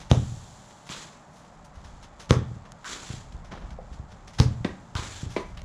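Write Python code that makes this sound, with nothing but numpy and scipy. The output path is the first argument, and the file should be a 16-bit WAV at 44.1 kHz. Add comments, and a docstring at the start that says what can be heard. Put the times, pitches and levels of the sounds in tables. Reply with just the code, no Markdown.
"""Three hard football kicks on a garden lawn

Each boot brushes the grass (coloured snaps), slaps the ball (a cracked noise burst) and makes it boom (sines).
House walls and fences return the boom as dull echoes and a scattered tail.
The ball crashes into net and hedge as clumped snaps, scrapes as filtered ones, and knocks and drops as sines.
Feet and ball swish, tick and rustle in grass and leaves (clumped snaps); behind them lie distant traffic,
a faint rustle of leaves and a low rumble as players run near the microphone, all shaped noise."""
import sys
import numpy as np
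from scipy import signal
from scipy.fft import rfft, irfft
from scipy.io import wavfile
from scipy.ndimage import uniform_filter1d

SR = 44100
rng = np.random.default_rng(int(sys.argv[2]) if len(sys.argv) > 2 else 0)


def master(y):
    """Save y as 16-bit WAV."""
    cut = np.clip(np.atleast_2d(y).T, -1, 1)
    pcm = np.round(cut * 32767)  # scale
    wavfile.write(sys.argv[1], SR, pcm.astype(np.int16))


N = 249007  # length in samples

# the kicks: start_s, boom_db, skin_push_db, slap_db, grass_brush_db, departing_hiss_db
KICK_EVENTS = [(0.1136, -3, -20, -10, -37.5, -50), (2.3073, -4.5, -9, -8.5, -36, -92),
               (4.3999, -3.5, -10, -10, -31.5, -62)]
# colour of brushed or trodden grass: frequency_hz, level_db
GRASS_COLOUR = [(300, 3.5), (1100, 2.5), (1700, 0.5), (2400, -4.5), (3400, -4.5), (4600, -9), (6200, -8.5),
                (8000, -21.5), (10000, -23.5), (11500, -37.5), (15000, -44)]
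# colour of rustling leaves: frequency_hz, level_db
LEAF_COLOUR = [(1060, -13.5), (1800, -3), (2070, -6), (2590, -7), (3350, -1), (5130, -6.5), (7310, -2),
               (7710, -4.5), (8430, -16.5), (9970, -15.5), (11100, -30.5), (13800, -31.5), (15000, -39)]


def kicks():
    """The boot brushes the grass and slaps the skin; the squashed ball booms and rings."""
    # modes of the ball's skin and the air inside it: pitch_hz, level_db (within the boom), t60_s
    ball_modes = [(125.2, -1, 0.072), (89.8, -7, 0.1), (169, -14, 0.065), (216, -17.5, 0.12),
                  (282.8, -19.5, 0.15), (429.3, -27, 0.19), (543, -33, 0.21), (826, -30.5, 0.068),
                  (1151, -34, 0.078)]
    # colour of the push of the skin: frequency_hz, level_db
    push_colour = [(60, -29), (220, -6), (480, 6), (800, -3), (1500, -24), (6000, -52), (15000, -100)]
    # each boot meets the panels at another spot, so each slap has its own colour: frequency_hz, level_db
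    first_slap = [(300, 4.5), (450, 6), (600, 11), (820, 5), (1100, -1.5), (1700, -9), (2400, -10.5),
                  (3000, -0.5), (3800, 0), (4600, -15.5), (6300, -6.5), (8000, -25.5), (10000, -24.5),
                  (12000, -51), (15000, -44)]
    second_slap = [(300, 8), (450, 13.5), (600, 5.5), (800, -6), (1150, 9), (1600, 2.5), (2200, -2),
                   (2700, -7.5), (3400, 3), (4600, -8.5), (6200, -6.5), (8000, -17), (10000, -24),
                   (12000, -38), (15000, -39)]
    third_slap = [(300, 7.5), (450, 13), (600, 10), (850, -1.5), (1200, 3), (1600, -7.5), (2500, -5),
                  (3400, -3.5), (4300, 1), (6000, -4.5), (8000, -14), (10000, -25.5), (12000, -35),
                  (15000, -36)]
    follow_db = -9.5  # the boot tears on through the grass; against the first brush

    out, t = np.zeros(N), np.arange(SR // 2) / SR
    slap_colours = [first_slap, second_slap, third_slap]
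    for kick, slap_colour in zip(KICK_EVENTS, slap_colours):
        s, boom_db, push_db, slap_db, brush_db, _ = kick
        boom = np.zeros(len(t))
        for hz, db, t60 in ball_modes:
            boom -= gain_of(db) * swell(t, 0.0034, t60) * np.sin(2 * np.pi * hz * t)
        add(out, s + 0.00034, gain_of(boom_db) * boom)
        add(out, s + 0.00087, gain_of(push_db) * pulse(push_colour, size=4096))
        add(out, s, gain_of(slap_db) * crack(slap_colour, t, t60=0.011))

        # the boot skims the turf before and after contact: hiss and a low push
        brush = colour(grains(len(t), 5600, 1.7), GRASS_COLOUR, tilt_db=4.0) * swell(t, 0.0071, 0.14)
        add(out, s - 0.017, gain_of(brush_db) * brush)
        torn = colour(grains(len(t), 3900, 2.6), GRASS_COLOUR, tilt_db=1.5) * swell(t, 0.013, 0.2)
        add(out, s + 0.0045, gain_of(brush_db + follow_db) * torn)
        turf_push = np.sin(2 * np.pi * 115 * t) * swell(t, 0.009, 0.028)
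        add(out, s - 0.013, gain_of(-22.5) * turf_push)
    return out


def skims():
    """The departing ball hisses over the grass, fading as it travels away."""
    out, t = np.zeros(N), np.arange(2 * SR) / SR
    for s, *_, hiss_db in KICK_EVENTS:
        hiss = colour(grains(len(t), 7500, 2.4), LEAF_COLOUR, tilt_db=4.1)
        add(out, s, gain_of(hiss_db) * hiss * swell(t, rise=0.013, t60=3.56))
    return out


def hedge():
    """The ball drives into leaves and twigs, slides down through them, and the leaves settle."""
    # the ball in net and hedge:
    # start_s, rise_s, leaf_burst_db, twig_and_net_rattle_db, slide_rustle_db, slide_length_s
    crashes = [(0.893, 0.018, -43, -42.5, -44, 0.14), (2.846, 0.085, -39.5, -43, -43.5, 0.32),
               (4.953, 0.033, -44, -39, -42.5, 0.26)]
    # colour of rattling twigs and net: frequency_hz, level_db
    twig_colour = [(100, 4), (300, 1.5), (450, 2), (700, -5.5), (1000, 2), (1350, 1.5), (1800, -4),
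                   (2600, -5), (5000, -69)]
    first_touch = 0.1  # share of the burst that is there at first contact
    burst_t60, twig_t60, settle_t60 = 0.19, 0.87, 0.45  # seconds

    out, t = np.zeros(N), np.arange(SR) / SR
    for s, rise, leaf_db, twig_db, slide_db, slide_s in crashes:
        touch = first_touch * np.clip(1 - t / rise, 0, 1)
        burst = gain_of(leaf_db) * (touch + swell(t, rise, burst_t60))
        # the rustle sags slowly during the slide, then settles faster
        settling_db = -60 * np.maximum(t - slide_s, 0) / settle_t60
        slide = gain_of(slide_db + settling_db) * swell(t, rise=0.014, t60=3.9)
        leaves = np.hypot(burst, slide) * colour(grains(len(t), 7000, 0.82), LEAF_COLOUR)
        rattle = colour(grains(len(t), 1500, 1.6), twig_colour)
        twigs = gain_of(twig_db) * (touch + swell(t, rise, twig_t60)) * rattle
        add(out, s, (leaves + twigs) * clumps(len(t), 1.3))
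    return out


def knocks():
    """A hollow body rings briefly under a rattling crack."""
    # knocks at the far end: start_s, ring_db, crack_db, crack_t60_s
    strikes = [(3.7860, -29.5, -72, 0.033), (4.6457, -16, -28.5, 0.11), (5.363, -21, -30.5, 0.16)]
    # colour of the crack: frequency_hz, level_db
    crack_colour = [(200, -2.5), (600, 4.5), (1100, -1), (1500, -5.5), (2000, -2), (2900, -7.5),
                    (4000, -9.5), (7000, -23), (9000, -32), (15000, -62)]
    # modes of what the ball strikes: pitch_hz, level_db (within the ring), t60_s
    small_body = [(518, -3, 0.049), (683, -13, 0.053), (763, -8, 0.033), (1090, -25, .06)]
    dull_body = [(168, -2.5, .06), (224, -1.5, 0.039), (314, -5, 0.047), (380, -8.5, 0.0515),
                 (498, -15, 0.043), (709, -12.5, 0.043), (1566, -19.5, 0.043), (1934, -15.5, 0.04),
                 (3680, -21.5, 0.03)]
    wooden_body = [(196, -7, 0.1), (280, -4.5, 0.03), (376, 1.5, 0.033), (505, -2.5, 0.034),
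                   (670, -7.5, 0.07), (1003, -6.5, 0.042), (1217, -22, 0.063), (2060, -17, 0.11),
                   (2324, -13, 0.047), (2610, -23, .06), (4100, -26, .04)]

    out, t = np.zeros(N), np.arange(SR // 2) / SR
    for strike, body in zip(strikes, [small_body, dull_body, wooden_body]):
        s, ring_db, crack_db, crack_t60 = strike
        ring = np.zeros(len(t))
        for k, (hz, db, t60) in enumerate(body):
            sign = (-1) ** k  # neighbouring modes start in opposite directions
            ring += sign * gain_of(db) * np.sin(2 * np.pi * hz * t) * swell(t, 0.0026, t60)
        add(out, s, gain_of(ring_db) * ring)
        add(out, s, gain_of(crack_db) * crack(crack_colour, t, crack_t60))
    return out


def scrapes():
    """Quick slips of the ball along mesh and branches excite one broad resonance."""
    # the scrapes: start_s, level_db, centre_hz, width_hz, rise_s, t60_s
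    slips = [(0.8908, -38.5, 2150, 3500, 0.0015, 0.065), (0.919, -38, 3506, 2183, 0.0024, 0.17),
             (2.8437, -37.5, 1440, 610, .0008, 0.42), (2.844, -39, 3200, 3400, .0005, 0.016),
             (2.895, -45, 3770, 1092, 0.024, .2), (4.952, -33.5, 1170, 674, 0.00091, 0.21),
             (4.952, -31, 4000, 3420, 0.00077, 0.021), (4.963, -36, 3550, 1180, 0.0012, 0.21),
             (5.571, -44.5, 2460, 3240, 0.003, 0.14)]
    out, t = np.zeros(N), np.arange(SR // 2) / SR
    for s, db, hz, width_hz, rise, t60 in slips:
        edges_hz = [max(hz - width_hz / 2, 100), hz + width_hz / 2]
        band = signal.butter(2, edges_hz, "bandpass", fs=SR)
        scrape = evened(signal.lfilter(*band, grains(len(t), 2500, 3.3)))
        add(out, s, gain_of(db) * scrape * swell(t, rise, t60))
    return out


def thuds():
    """Turf gives way under a weight: a few low cycles."""
    # soft thuds of feet and ball on the turf: start_s, level_db, pitch_hz
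    drops = [(0.898, -30, 168), (1.771, -34, 73.6), (1.850, -35, 69.4), (3.102, -23, 117),
             (3.138, -27, 137), (3.346, -25.5, 52.2), (3.640, -28.5, 59), (3.716, -31.5, 70.4),
             (3.915, -27.5, 59), (3.996, -26.5, 93), (4.954, -18, 95.4), (4.992, -24, 81.5),
             (5.231, -21, 129), (5.263, -22.5, 93), (5.575, -32, 67)]
    decay_cycles = 6.2  # cycles to fall by 60 dB, so deep thuds last longer
    out, t = np.zeros(N), np.arange(SR // 2) / SR
    for s, db, hz in drops:
        add(out, s, gain_of(db) * np.sin(2 * np.pi * hz * t) * swell(t, 0.0016, decay_cycles / hz))
    return out


def swishes():
    """Feet and ball stir grass and leaves: many small snaps make swishes, ticks and rustles."""
    # swishes, ticks and rustles of feet and ball in grass and leaves:
    # start_s, level_db, rise_s, t60_s, extra_tilt_db_per_octave (on top of the shared tilt)
    stirs = [(0, -45, 0.0017, 0.26, 1), (0.704, -49.5, 0.0024, 0.073, -2), (0.860, -49.5, 0.012, 0.7, 2.5),
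             (1.289, -60, .08, 0.48, 7), (1.447, -51, 0.0019, 0.058, -2), (1.644, -55, 0.0043, 0.1, 7),
             (1.73, -59.5, 0.025, 0.64, 1.5), (1.839, -54, 0.0083, 0.32, 1),
             (2.019, -46, 0.025, 0.093, 0.5), (2.194, -42, 0.0089, 0.19, 1.5),
             (2.650, -49.5, 0.0055, 0.14, -5), (2.7200, -36.5, 0.00059, 0.0056, 1.5),
             (3.088, -46, .003, 0.36, -2), (3.321, -52.5, 0.0014, 0.1, .5),
             (3.446, -50, 0.00063, 0.17, -1.5), (3.510, -38.5, 0.0086, 0.54, -8),
             (3.54, -63, 0.068, 0.45, -1), (3.704, -50, .001, 0.16, -2), (3.926, -50, 0.0023, 0.16, -1),
             (4.098, -52, 0.026, 0.11, -1.5), (4.274, -48, 0.0036, 0.16, 1.5), (4.333, -52.5, .002, 0.3, 2),
             (5.289, -48.5, 0.017, 0.7, 3.5), (5.617, -42.5, 0.00082, 0.013, 0.5)]
    shared_tilt_db = 3.5
    out, t = np.zeros(N), np.arange(SR // 2) / SR
    for s, db, rise, t60, tilt_db in stirs:
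        crunch = colour(grains(len(t), 3000, 2.35), GRASS_COLOUR, tilt_db + shared_tilt_db)
        add(out, s, gain_of(db) * crunch * clumps(len(t), 1.3) * swell(t, rise, t60))
    return out


def rumble():
    """Low rumbling noise that swells and sinks as players run near the microphone."""
    # colour of the rumble: frequency_hz, level_db
    rumble_colour = [(25, 4), (45, 3), (80, -9.5), (125, -9), (200, -13.5), (400, -40), (900, -81)]
    # course of the rumble: time_s, level_db (before the rumble gain)
    rumble_course = [(0.0, -49.5), (0.27, -52), (0.36, -50), (0.66, -69), (1.56, -61), (1.89, -49),
                     (2.28, -59), (2.44, -55), (2.66, -58), (2.89, -65), (3.21, -52), (3.58, -45),
                     (4.2, -53.5), (4.48, -49), (4.65, -50), (4.83, -62), (5.65, -43)]
    rumble_gain_db = 7.5
    return gain_of(rumble_gain_db) * level(rumble_course) * noise(rumble_colour, N)


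def breeze():
    """Leaves that never quite rest: a faint rustle whose level wanders by chance."""
    level_db, waver_db = -66.5, 2
    drift = uniform_filter1d(rng.standard_normal(N), size=4000)
    wander = evened(uniform_filter1d(drift, size=2000))
    return gain_of(level_db + waver_db * wander) * colour(grains(N, 5000, 3.2), LEAF_COLOUR)


def traffic():
    """Far traffic blurs into a steady coloured noise."""
    # colour of the traffic: frequency_hz, level_db
    traffic_colour = [(15, -35), (25, -8.5), (102, -5.5), (165, 1.5), (355, -13), (421, -11.5), (521, -11),
                      (592, -4.5), (658, -7.5), (732, -5), (886, -6.5), (985, -8), (1190, -10), (2300, -23),
                      (4000, -41), (5200, -32), (8800, -120)]
    return gain_of(-51.5) * noise(traffic_colour, N)


def walls(x):
    """Separate echoes of walls and fences; foliage in the way swallows their treble."""
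    # the echoes: delay_s, level_db, lowpass_cutoff_hz
    echoes = [(0.018, -13, 2500), (0.037, -32, 400), (0.0558, -7.5, 200), (0.0807, -17, 450),
              (.1070, -17, 240), (0.116, -17, 200), (0.139, -29, 220), (0.1955, -29, 240),
              (0.2049, -20, 200), (0.256, -28, 240)]
    out = np.zeros(N)
    for delay, db, top_hz in echoes:
        add(out, delay, gain_of(db) * signal.lfilter(*signal.butter(2, top_hz, fs=SR), x))
    return out


def garden(x, build_s):
    """Scatter from hedges and fences: sparse taps that build up, then die band by band."""
    # colour of the scatter: frequency_hz, level_db
    scatter_colour = [(50, -8.5), (125, -17), (300, 2.5), (750, -4), (1200, 0.5), (2500, -5), (3700, -6.5),
                      (7000, 2.5), (14000, 6.5)]
    # decay of the scatter: frequency_hz, t60_s
    scatter_t60 = [(60, 0.97), (150, 0.89), (350, 0.23), (1000, 0.36), (3000, 0.4), (7000, 0.23),
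                   (14000, 0.17)]
    taps = grains(SR, per_s=5000, spread_db=-2.5)
    hz, t, z = signal.stft(taps, SR, nperseg=256)
    decay_db = -60 * t / read(scatter_t60, hz)[:, None]
    z = z * gain_of(read(scatter_colour, hz)[:, None] + decay_db)
    build = np.minimum(np.arange(SR) / SR / build_s, 1)
    tail = signal.istft(z, SR, nperseg=256)[1][:SR] * build
    return signal.fftconvolve(x, tail / np.linalg.norm(tail))[:N]


def crack(spectrum, t, t60):
    """A tight noise burst that covers all pitches, coloured by the struck surface."""
    shape = swell(t, 0.000602, t60)
    x = rng.standard_normal(len(t)) * shape
    # flatten the spectrum and tighten the burst in turn
    for _ in range(12):
        flat = irfft(np.exp(1j * np.angle(rfft(x))), len(t))
        x = flat * shape ** 0.25
    x = signal.fftconvolve(x, pulse(spectrum, size=4096))[:len(t)]
    return evened(x) * np.sqrt(np.mean(shape ** 2))


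def pulse(spectrum, size):
    """One causal (minimum-phase) pressure pulse of a given spectrum; peak one."""
    log_gain = np.log(gain_of(read(spectrum, abs(np.fft.fftfreq(size, 1 / SR)))))
    shape = np.fft.ifft(np.exp(np.conj(signal.hilbert(log_gain)))).real
    return shape / abs(shape).max()


def grains(size, per_s, spread_db):
    """Tiny snaps at random moments; a positive spread makes a few large, a negative one a few small."""
    sizes = gain_of(spread_db * np.minimum(rng.exponential(1, size), 4))
    return sizes * rng.choice([-1, 1], size) * (rng.random(size) < per_s / SR)


def clumps(size, spread_db):
    """Sprigs and blades give way one after another, so a rustle comes in clumps."""
    return gain_of(spread_db * evened(uniform_filter1d(rng.standard_normal(size), size=350)))


def swell(t, rise, t60):
    """A straight rise, then an exponential decay."""
    return np.clip(t / rise, 0, 1) * gain_of(-60 * np.maximum(t - rise, 0) / t60)


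def colour(x, spectrum, tilt_db=0):
    """Gives x a spectrum, tilted towards some dB an octave above 1 kHz; rms one."""
    hz = np.fft.rfftfreq(len(x), 1 / SR)
    gain = gain_of(read(spectrum, hz) + tilt_db * np.log2(1 + hz / 1000))
    return evened(irfft(rfft(x) * gain, len(x)))


def noise(spectrum, size):
    """Smooth noise of a given spectrum; rms one."""
    return colour(rng.standard_normal(size), spectrum)


def gain_of(db):
    """Decibels to gain."""
    return 10 ** (np.asarray(db) / 20)


def evened(x):
    """Scales to an rms of one."""
    return x / np.sqrt(np.mean(x ** 2) + 1e-20)


def read(points, hz):
    """Reads a table on a log-frequency axis."""
    f, value = np.transpose(points)
    return np.interp(np.log(hz + 1), np.log(f + 1), value)


def level(curve):
    """Gain at every sample from rows of time_s, level_db."""
    return gain_of(np.interp(np.arange(N) / SR, *np.transpose(curve)))


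def add(mix, s, sound):
    """Mixes a sound in at time s (seconds)."""
    part = mix[max(round(s * SR), 0):][:len(sound)]
    part += sound[:len(part)]


def scene():
    """Near kicks are dry with distinct echoes; far knocks are wetter."""
    kick, knock, thud = kicks(), knocks(), thuds()
    near = kick + walls(kick) + gain_of(-4.5) * garden(kick, build_s=0.014)
    far = knock + gain_of(-1.5) * garden(knock, build_s=0.0087)
    turf = thud + gain_of(-2) * garden(thud, build_s=0.022)
    rustles = skims() + hedge() + scrapes() + swishes()
    background = rumble() + breeze() + traffic()
    return (near + far + turf + rustles + background)[None]


def record(dry):
    """The microphone drops the deepest bass and rounds the tallest peaks; then the band limit."""
    peak_limit, edge_hz = 0.75, 15000
    thinned = signal.sosfilt(signal.butter(2, 36, "highpass", fs=SR, output="sos"), dry)
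    rounded = thinned / (1 + (thinned / peak_limit) ** 6) ** (1 / 6)
    band_limit = signal.firwin(511, edge_hz, window=("kaiser", 9), fs=SR)
    return signal.oaconvolve(rounded, band_limit[None], "same")


dry = scene()
out = record(dry)
master(out)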